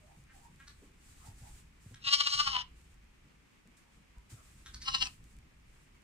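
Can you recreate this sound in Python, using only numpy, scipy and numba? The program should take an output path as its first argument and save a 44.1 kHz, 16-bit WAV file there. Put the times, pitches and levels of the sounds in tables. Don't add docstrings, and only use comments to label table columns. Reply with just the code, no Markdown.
import sys
import numpy as np
from scipy import signal
from scipy.fft import rfft, irfft, next_fast_len
from scipy.io import wavfile
from scipy.ndimage import uniform_filter1d
from numba import njit

SR = 44100
rng = np.random.default_rng(int(sys.argv[2]) if len(sys.argv) > 2 else 0)


def materialize(psi):
    bounded = np.clip(np.atleast_2d(psi).T, -1, 1)
    quanta = np.round(bounded * 32767).astype(np.int16)
    wavfile.write(sys.argv[1], SR, quanta)


N = 265923
TIME = np.arange(N) / SR
FFT_SIZE = next_fast_len(N + 4096)

# (start [s], length [s], held level [dB], rasp gain [dB], throat hiss gain [dB], jaw gain [dB],
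# mouth skirt gain [dB], lag of the left port [s], share of the phone's shading [0-1])
BLEATS = [(2.057, 0.5593, -38.5, 4, -4, 5.5, -30, .000312, 1),
          (4.863, 0.1945, -45, 3.5, -0.5, 0.5, -30, 0.00023, 1)]
# (time [s], level [dB], half length [s], pitch [Hz], jaw gain [dB],
# treble gain [dB], scale of the mouth resonances [ratio])
THROBS = [(2.085, -28.5, 0.011, 279, -6, -3, 0.94), (2.139, -20.5, 0.012, 287, -9, 0.5, 1.01),
          (2.208, -24, 0.0081, 287, -6, -3, 1.024), (2.273, -27, 0.0065, 285, -3.5, -1, 0.95),
          (2.339, -31, 0.014, 286, -2, 1, 1.01), (2.402, -25, 0.011, 295, 2, 0, 0.99),
          (2.477, -26.5, 0.0065, 276, 4.5, -2, 1), (2.557, -31, 0.012, 250, 1, -4, 1),
          (4.886, -30, 0.0078, 268, 5.5, -1.5, .99), (4.95, -23.5, 0.0067, 265, -1.5, -1, 0.961),
          (5.023, -23.5, 0.0077, 259, -7, -1, 1.003), (5.068, -39, 0.0075, 259, -0.5, 11.5, 0.87)]
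# (frequency [Hz], nominal width [Hz], gain [dB])
MOUTH_FORMANTS = [(1550, 690, -20.5), (2000, 800, -9), (2970, 290, 4), (4360, 580, 3), (4990, 730, -1.5),
                  (5950, 600, -22), (7500, 1000, -12.5), (10700, 5500, -38)]
# (time [s], level [dB], half length [s], pitch [Hz], nasal resonance [Hz],
# upper resonance [Hz], upper gain [dB])
GRUNTS = [(0.305, -61.5, 0.015, 262.3, 1760, 2720, -26), (0.607, -54.5, 0.0082, 271.4, 1650, 2540, -15.5),
          (0.682, -51.5, 0.0068, 291.3, 1520, 4350, 2.5), (1.946, -51, 0.004, 274, 1660, 3500, 1),
          (4.67, -50.5, 0.011, 264.3, 1543, 3640, 1), (4.747, -44.5, 0.006, 253.6, 1540, 4540, 6.5),
          (4.827, -47.5, 0.014, 256.4, 1980, 4660, 7)]
# (frequency [Hz], nominal width [Hz], gain [dB])
NOSE_FORMANTS = [(5400, 1500, -5), (7500, 700, -11), (10000, 700, -10)]
# (start [s], length [s], start pitch [Hz], end pitch [Hz], source level [dB], octave [dB])
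HEN_CALLS = [(0, 0.076, 603, 663, -63, -16), (0.062, 0.082, 690, 920, -60.5, -27),
             (0.332, 0.031, 756, 820, -55.5, -28), (0.39, 0.082, 721, 932, -56.5, -20),
             (1.187, 0.056, 1098, 1304, -61, -24), (1.217, 0.081, 827, 762, -56.5, -23),
             (1.412, 0.063, 867, 760, -55, -37), (3.819, 0.081, 882, 924, -70.5, -15.5),
             (4.137, 0.046, 958, 887, -66.5, -15), (4.358, 0.032, 645, 590, -59, 5.5)]
# (time [s], level [dB], resonance [Hz], decay time [s])
THUDS = [(0.169, -55.5, 118, 0.018), (0.814, -60.5, 268, 0.047), (1.271, -44.5, 97, 0.0094),
         (1.411, -46.5, 97, 0.012), (1.521, -54, 50, 0.016), (1.858, -44.5, 101, 0.0069),
         (1.908, -49.5, 94, 0.016), (2.057, -49.5, 89, 0.0061), (2.34, -55, 102, 0.023),
         (2.463, -56.5, 89, 0.038), (3.236, -62.5, 162.3, 0.048), (3.648, -64, 215.7, 0.047),
         (3.958, -63.5, 196.5, 0.03), (4.16, -44.5, 53, 0.011), (4.314, -48.5, 102, 0.03),
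         (5.337, -52.5, 59.2, 0.02)]
# (start [s], length [s], relative level [dB])
SHUFFLES = [(0, 0.21, -70.5), (0.349, 0.096, -64), (.6, 0.27, -68), (1.061, 0.21, -61.5),
            (1.258, 0.018, -58), (1.394, 0.2, -60), (1.824, 0.099, -64.5), (2.782, 0.14, -71),
            (3.769, 0.0043, -66), (3.902, 0.071, -73.5), (4.302, 0.022, -56), (4.436, 0.31, -64.5),
            (4.9, 0.24, -63.5), (5.249, 0.087, -68), (5.696, 0.15, -72.5)]
# (frequency [Hz], gain [dB])
STRAW_SPECTRUM = [(500, -11.5), (1500, -2), (3500, -5), (5800, -3.5), (7900, 2.5), (10000, -4.5),
                  (12000, -10.5), (15000, -13.5)]
# (left delay [s], right delay [s], gain [dB])
EARLY_REFLECTIONS = [(.00355, .0038, -25), (.0071, 0.013, -13), (0.0087, .0113, -16.5)]
# (frequency [Hz], gain [dB], phase lead [rad])
PORT_SHADING = [(300, -1, -1.8), (650, -6.5, -1), (1150, 1, .45), (1450, 8, .9), (1900, 4, .2),
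                (2450, 7.5, 1.3), (2950, 10, .6), (3600, 2, .6), (4400, 3.5, .2), (6500, -1, .7),
                (15000, -6, -.3)]
# (frequency [Hz], gain [dB])
AIR_SPECTRUM = [(12, -40), (20, 1), (32, -2), (64, 0.5), (87, -8.5), (153, -8.5), (191, -12), (232, -14),
                (631, -29), (1230, -25.5), (1380, -27.5), (2330, -24.5), (3960, -35), (7520, -38),
                (15500, -51)]
# (time [s], level [dB])
RUMBLE_LEVELS = [(0, -62), (.6, -57.5), (.95, -63.5), (1.5, -53.5), (1.75, -61.5), (2.2, -58),
                 (2.55, -55.5), (3.5, -66), (4.4, -62.5), (4.97, -51), (5.2, -58.5), (6, -63.5)]
# (start [s], length [s], level [dB])
HUM_SWELLS = [(4.4, .65, -63.5), (5.55, .22, -68)]


def bleat(start, length, held_db, rasp_db, hiss_db, open_db, skirt_db, glide_s=.064, creak_share=.24):
    throbs = np.array([row for row in THROBS if abs(row[0] - start - length / 2) < length])
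    held = undb(held_db) * swell(start, length, rise_s=.014, fall_s=.006)
    push = sum(undb(db) * throb(s, half) for s, db, half, *_ in throbs)
    nearest = np.abs(TIME - throbs[:, :1]).argmin(axis=0)
    hz = uniform_filter1d(throbs[nearest, 3], int(glide_s * SR))
    *_, jaw_db, treble_db, scale = curves(throbs)
    slack = held / (held + push + 1e-9)
    creak = np.clip(1 + (TIME - start - length) / (creak_share * length), 0, 1)
    source = glottis(hz, rough=np.clip(.15 + .33 * slack ** 2 + .6 * creak, 0, 1))
    jaw = cut(formant(source, 4.05 * hz, 280), 760, "high", order=4)
    jaw *= undb(jaw_db + open_db - 9 * slack)
    chest = undb(-25) * ring(source, 390, 360)
    growl = undb(-5.5) * creak * (1 - slack) * formant(source, 718, 180)
    raspy = source + undb(rasp_db) * slack * cut(rng.standard_normal(N), 4600, "high", order=3)
    mouth = sum(undb(db - 10 * creak * (f > 3500)) * formant(raspy, f * scale, width)
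                for f, width, db in MOUTH_FORMANTS)
    mouth += undb(skirt_db) * formant(source, 3300, 2000)
    mouth += undb(hiss_db) * slack ** 2 * formant(raspy, 5250, 900)
    treble = colour(mouth, [(3000, -27.5), (4200, -2.5), (5500, 5.0)])
    voice = cut(jaw + chest + growl + mouth + (undb(treble_db) - 1) * treble, 11000, "low")
    power = uniform_filter1d(voice ** 2, int(SR * .031)) + 1e-9
    return voice / np.sqrt(power) * (held + push)


def glottis(hz, rough, jitter=.035, shimmer_db=6):
    count = len(hz)
    cycles = np.cumsum(hz * (1 + jitter * rough * walk(300)[:count])) / SR
    offset = (cycles - np.round(cycles)) * SR / hz
    pulses = np.sinc(offset) * np.exp(-(offset / 6) ** 2) * np.sqrt(SR / hz)
    breath = cut(rng.standard_normal(count), 770, "high")
    puffs = unit(np.exp(-(cycles % 1) / .38) * breath)
    return pulses * undb(shimmer_db * rough * walk(280)[:count]) + rough * puffs


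def throb(s, half, lean=.14, roundness=1.45):
    flank_s = half * (1 - lean * np.sign(TIME - s))
    return np.exp(-(np.abs(TIME - s) / flank_s) ** roundness)


def grunts():
    out = np.zeros(N)
    t = np.arange(-SR // 10, SR // 10) / SR
    for s, db, half, hz, nasal_hz, upper_hz, upper_db in GRUNTS:
        source = glottis(np.full(len(t), float(hz)), rough=.45)
        upper = formant(source, upper_hz, 1000)
        upper += sum(undb(gain) * formant(source, f, width) for f, width, gain in NOSE_FORMANTS)
        voice = formant(source, nasal_hz, 700) + undb(upper_db) * upper
        i = int(s * SR) - len(t) // 2
        out[i:i + len(t)] += unit(voice) * undb(db) * np.exp(-np.abs(t / half) ** 1.5)
    return out


def hens(waver=.066, rattle=.58):
    out = np.zeros(N)
    hoarse, flutter = 1 + waver * walk(200), 1 + rattle * walk(330)
    for s, length, from_hz, to_hz, db, octave_db in HEN_CALLS:
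        i, count = int(s * SR), int(length * SR)
        hz = np.linspace(from_hz, to_hz, count) * hoarse[i:i + count]
        phase = 2 * np.pi * np.cumsum(hz) / SR
        call = flutter[i:i + count] * (np.sin(phase) + undb(octave_db) * np.sin(2 * phase))
        out[i:i + count] += undb(db) * unit(np.hanning(count) ** .5 * call)
    return out


def thuds(attack_s=.0063):
    out = np.zeros(N)
    t = np.arange(SR // 2) / SR
    for s, db, hz, decay in THUDS:
        force = rng.standard_normal(len(t)) * (1 - np.exp(-t / attack_s)) * np.exp(-t / decay)
        blow = ring(ring(force, hz, hz), hz, .43 * hz)
        i = int(s * SR)
        out[i:i + len(t)] += undb(db) * unit(blow) * np.sqrt(2 * decay)
    return out


def straw(snaps_per_s=3000, cracks_per_s=7, spread_db=3.5):
    shuffle_power = sum((undb(db) * swell(s, length, rise_s=.25 * length, fall_s=.05)) ** 2
                        for s, length, db in SHUFFLES)
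    stir = np.sqrt(undb(-81.5) ** 2 + shuffle_power)
    snaps = (rng.random((3, N)) < snaps_per_s / SR) * rng.standard_normal((3, N))
    snaps *= undb(spread_db * np.minimum(rng.exponential(size=(3, N)), 5))
    stalks = unit(snaps) + 3.5 * rng.standard_normal((3, N))
    cracks = (rng.random(N) < cracks_per_s / SR) * rng.standard_normal((2, N)) * undb(-44.5)
    rustle = unit(colour(stalks[:2] + .23 * stalks[2], STRAW_SPECTRUM))
    return rustle * stir * undb(-2 + 1.2 * walk(30)) + colour(cracks, STRAW_SPECTRUM)


def phone_shading(x, lag, share):
    hz, db, lead = np.transpose(PORT_SHADING)
    gain = undb(share * over_bins(hz, db) / 2) * np.exp(.5j * over_bins(hz, lead))
    return irfft(rfft(ports(x, lag), FFT_SIZE) * np.array([gain, 1 / gain]), FFT_SIZE)[:, :N]


def reverberation(x, t60=.22, treble_t60=.15, gap_s=.0098):
    t = np.arange(SR // 2) / SR
    noise = rng.standard_normal((2, len(t)))
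    low = cut(noise, 4000, "low") * np.exp(-np.log(1000) * t / t60)
    high = cut(noise[::-1], 9000, "high") * np.exp(-np.log(1000) * t / treble_t60)
    tail = unit((low + high) * (t > gap_s)) / np.sqrt(len(t))
    return signal.fftconvolve(x[None], tail, axes=1)[:, :N]


def background(hum_hz=59):
    rumble_db, = curves(RUMBLE_LEVELS)
    noise = colour(rng.standard_normal((3, N)), AIR_SPECTRUM)
    separate, common = noise[:2], noise[2]
    hiss = unit(cut(separate + .21 * common, 230, "high")) * undb(-66.5 + .6 * walk(46))
    rumble = unit(cut(common + .14 * separate, 300, "low")) * undb(rumble_db + 1.5 * walk(15))
    hum_level = sum(undb(db) * swell(s, length, rise_s=.07, fall_s=.07) for s, length, db in HUM_SWELLS)
    hum = np.sqrt(2) * np.sin(2 * np.pi * hum_hz * TIME) * hum_level * undb(walk(4))
    return hiss + rumble + hum


def undb(db):
    return 10 ** (np.asarray(db) / 20)


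def unit(x):
    return x / np.sqrt(np.mean(x ** 2) + 1e-18)


def curves(table):
    s, *columns = np.transpose(table)
    return [np.interp(TIME, s, c) for c in columns]


def swell(start, length, rise_s, fall_s):
    return np.exp(np.minimum(TIME - start, 0) / rise_s - np.maximum(TIME - start - length, 0) / fall_s)


def walk(rate):
    step = max(int(SR / rate), 1)
    stairs = np.repeat(rng.standard_normal(N // step + 1), step)
    return unit(uniform_filter1d(stairs, step)[:N])


def over_bins(hz, values):
    bin_hz = np.maximum(np.fft.rfftfreq(FFT_SIZE, 1 / SR), 1)
    return np.interp(np.log(bin_hz), np.log(hz), values)


def colour(x, points):
    hz, db = np.transpose(points)
    return irfft(rfft(x, FFT_SIZE) * undb(over_bins(hz, db)), FFT_SIZE)[..., :N]


def cut(x, hz, kind, order=2):
    return signal.sosfilt(signal.butter(order, hz, kind, fs=SR, output="sos"), x)


@njit
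def svf(x, hz, width):
    y, band, low = np.empty(len(x)), 0., 0.
    for i in range(len(x)):
        g, damping = np.tan(np.pi * hz[i] / SR), width / hz[i]
        v = (band + g * (x[i] + 1e-18 - low)) / (1 + g * (g + damping))
        band, low, y[i] = 2 * v - band, low + 2 * g * v, damping * v
    return y


def ring(x, hz, width):
    return svf(x, hz * np.ones(len(x)), float(width))


def formant(x, hz, width):
    return ring(ring(x, hz, 1.3 * width), hz, 1.3 * width)


def delay(x, lag):
    shift = np.exp(-2j * np.pi * np.fft.rfftfreq(FFT_SIZE, 1 / SR) * lag)
    return irfft(rfft(x, FFT_SIZE) * shift, FFT_SIZE)[:N]


def ports(x, lag):
    return np.array([delay(x, lag), x])


def scene():
    voice, lamb = 0, 0
    for *shape, lag, share in BLEATS:
        call = bleat(*shape)
        voice += call
        lamb += phone_shading(call, lag, share)
    nasal, birds = grunts(), hens()
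    direct = lamb + ports(nasal, .00005) + undb(-18) * birds
    early = sum(undb(db) * np.array([delay(voice, left), delay(voice, right)])
                for left, right, db in EARLY_REFLECTIONS)
    pen = reverberation(undb(-8.5) * voice, t60=.096, treble_t60=.096, gap_s=.002)
    barn = reverberation(undb(-15) * voice + undb(-1.5) * nasal + undb(-8.5) * birds)
    return direct + early + pen + barn + thuds() + straw() + background()


def record(dry, top_hz=15400):
    return signal.sosfilt(signal.ellip(8, .2, 70, top_hz, fs=SR, output="sos"), dry)


dry = scene()
out = record(dry)
materialize(out)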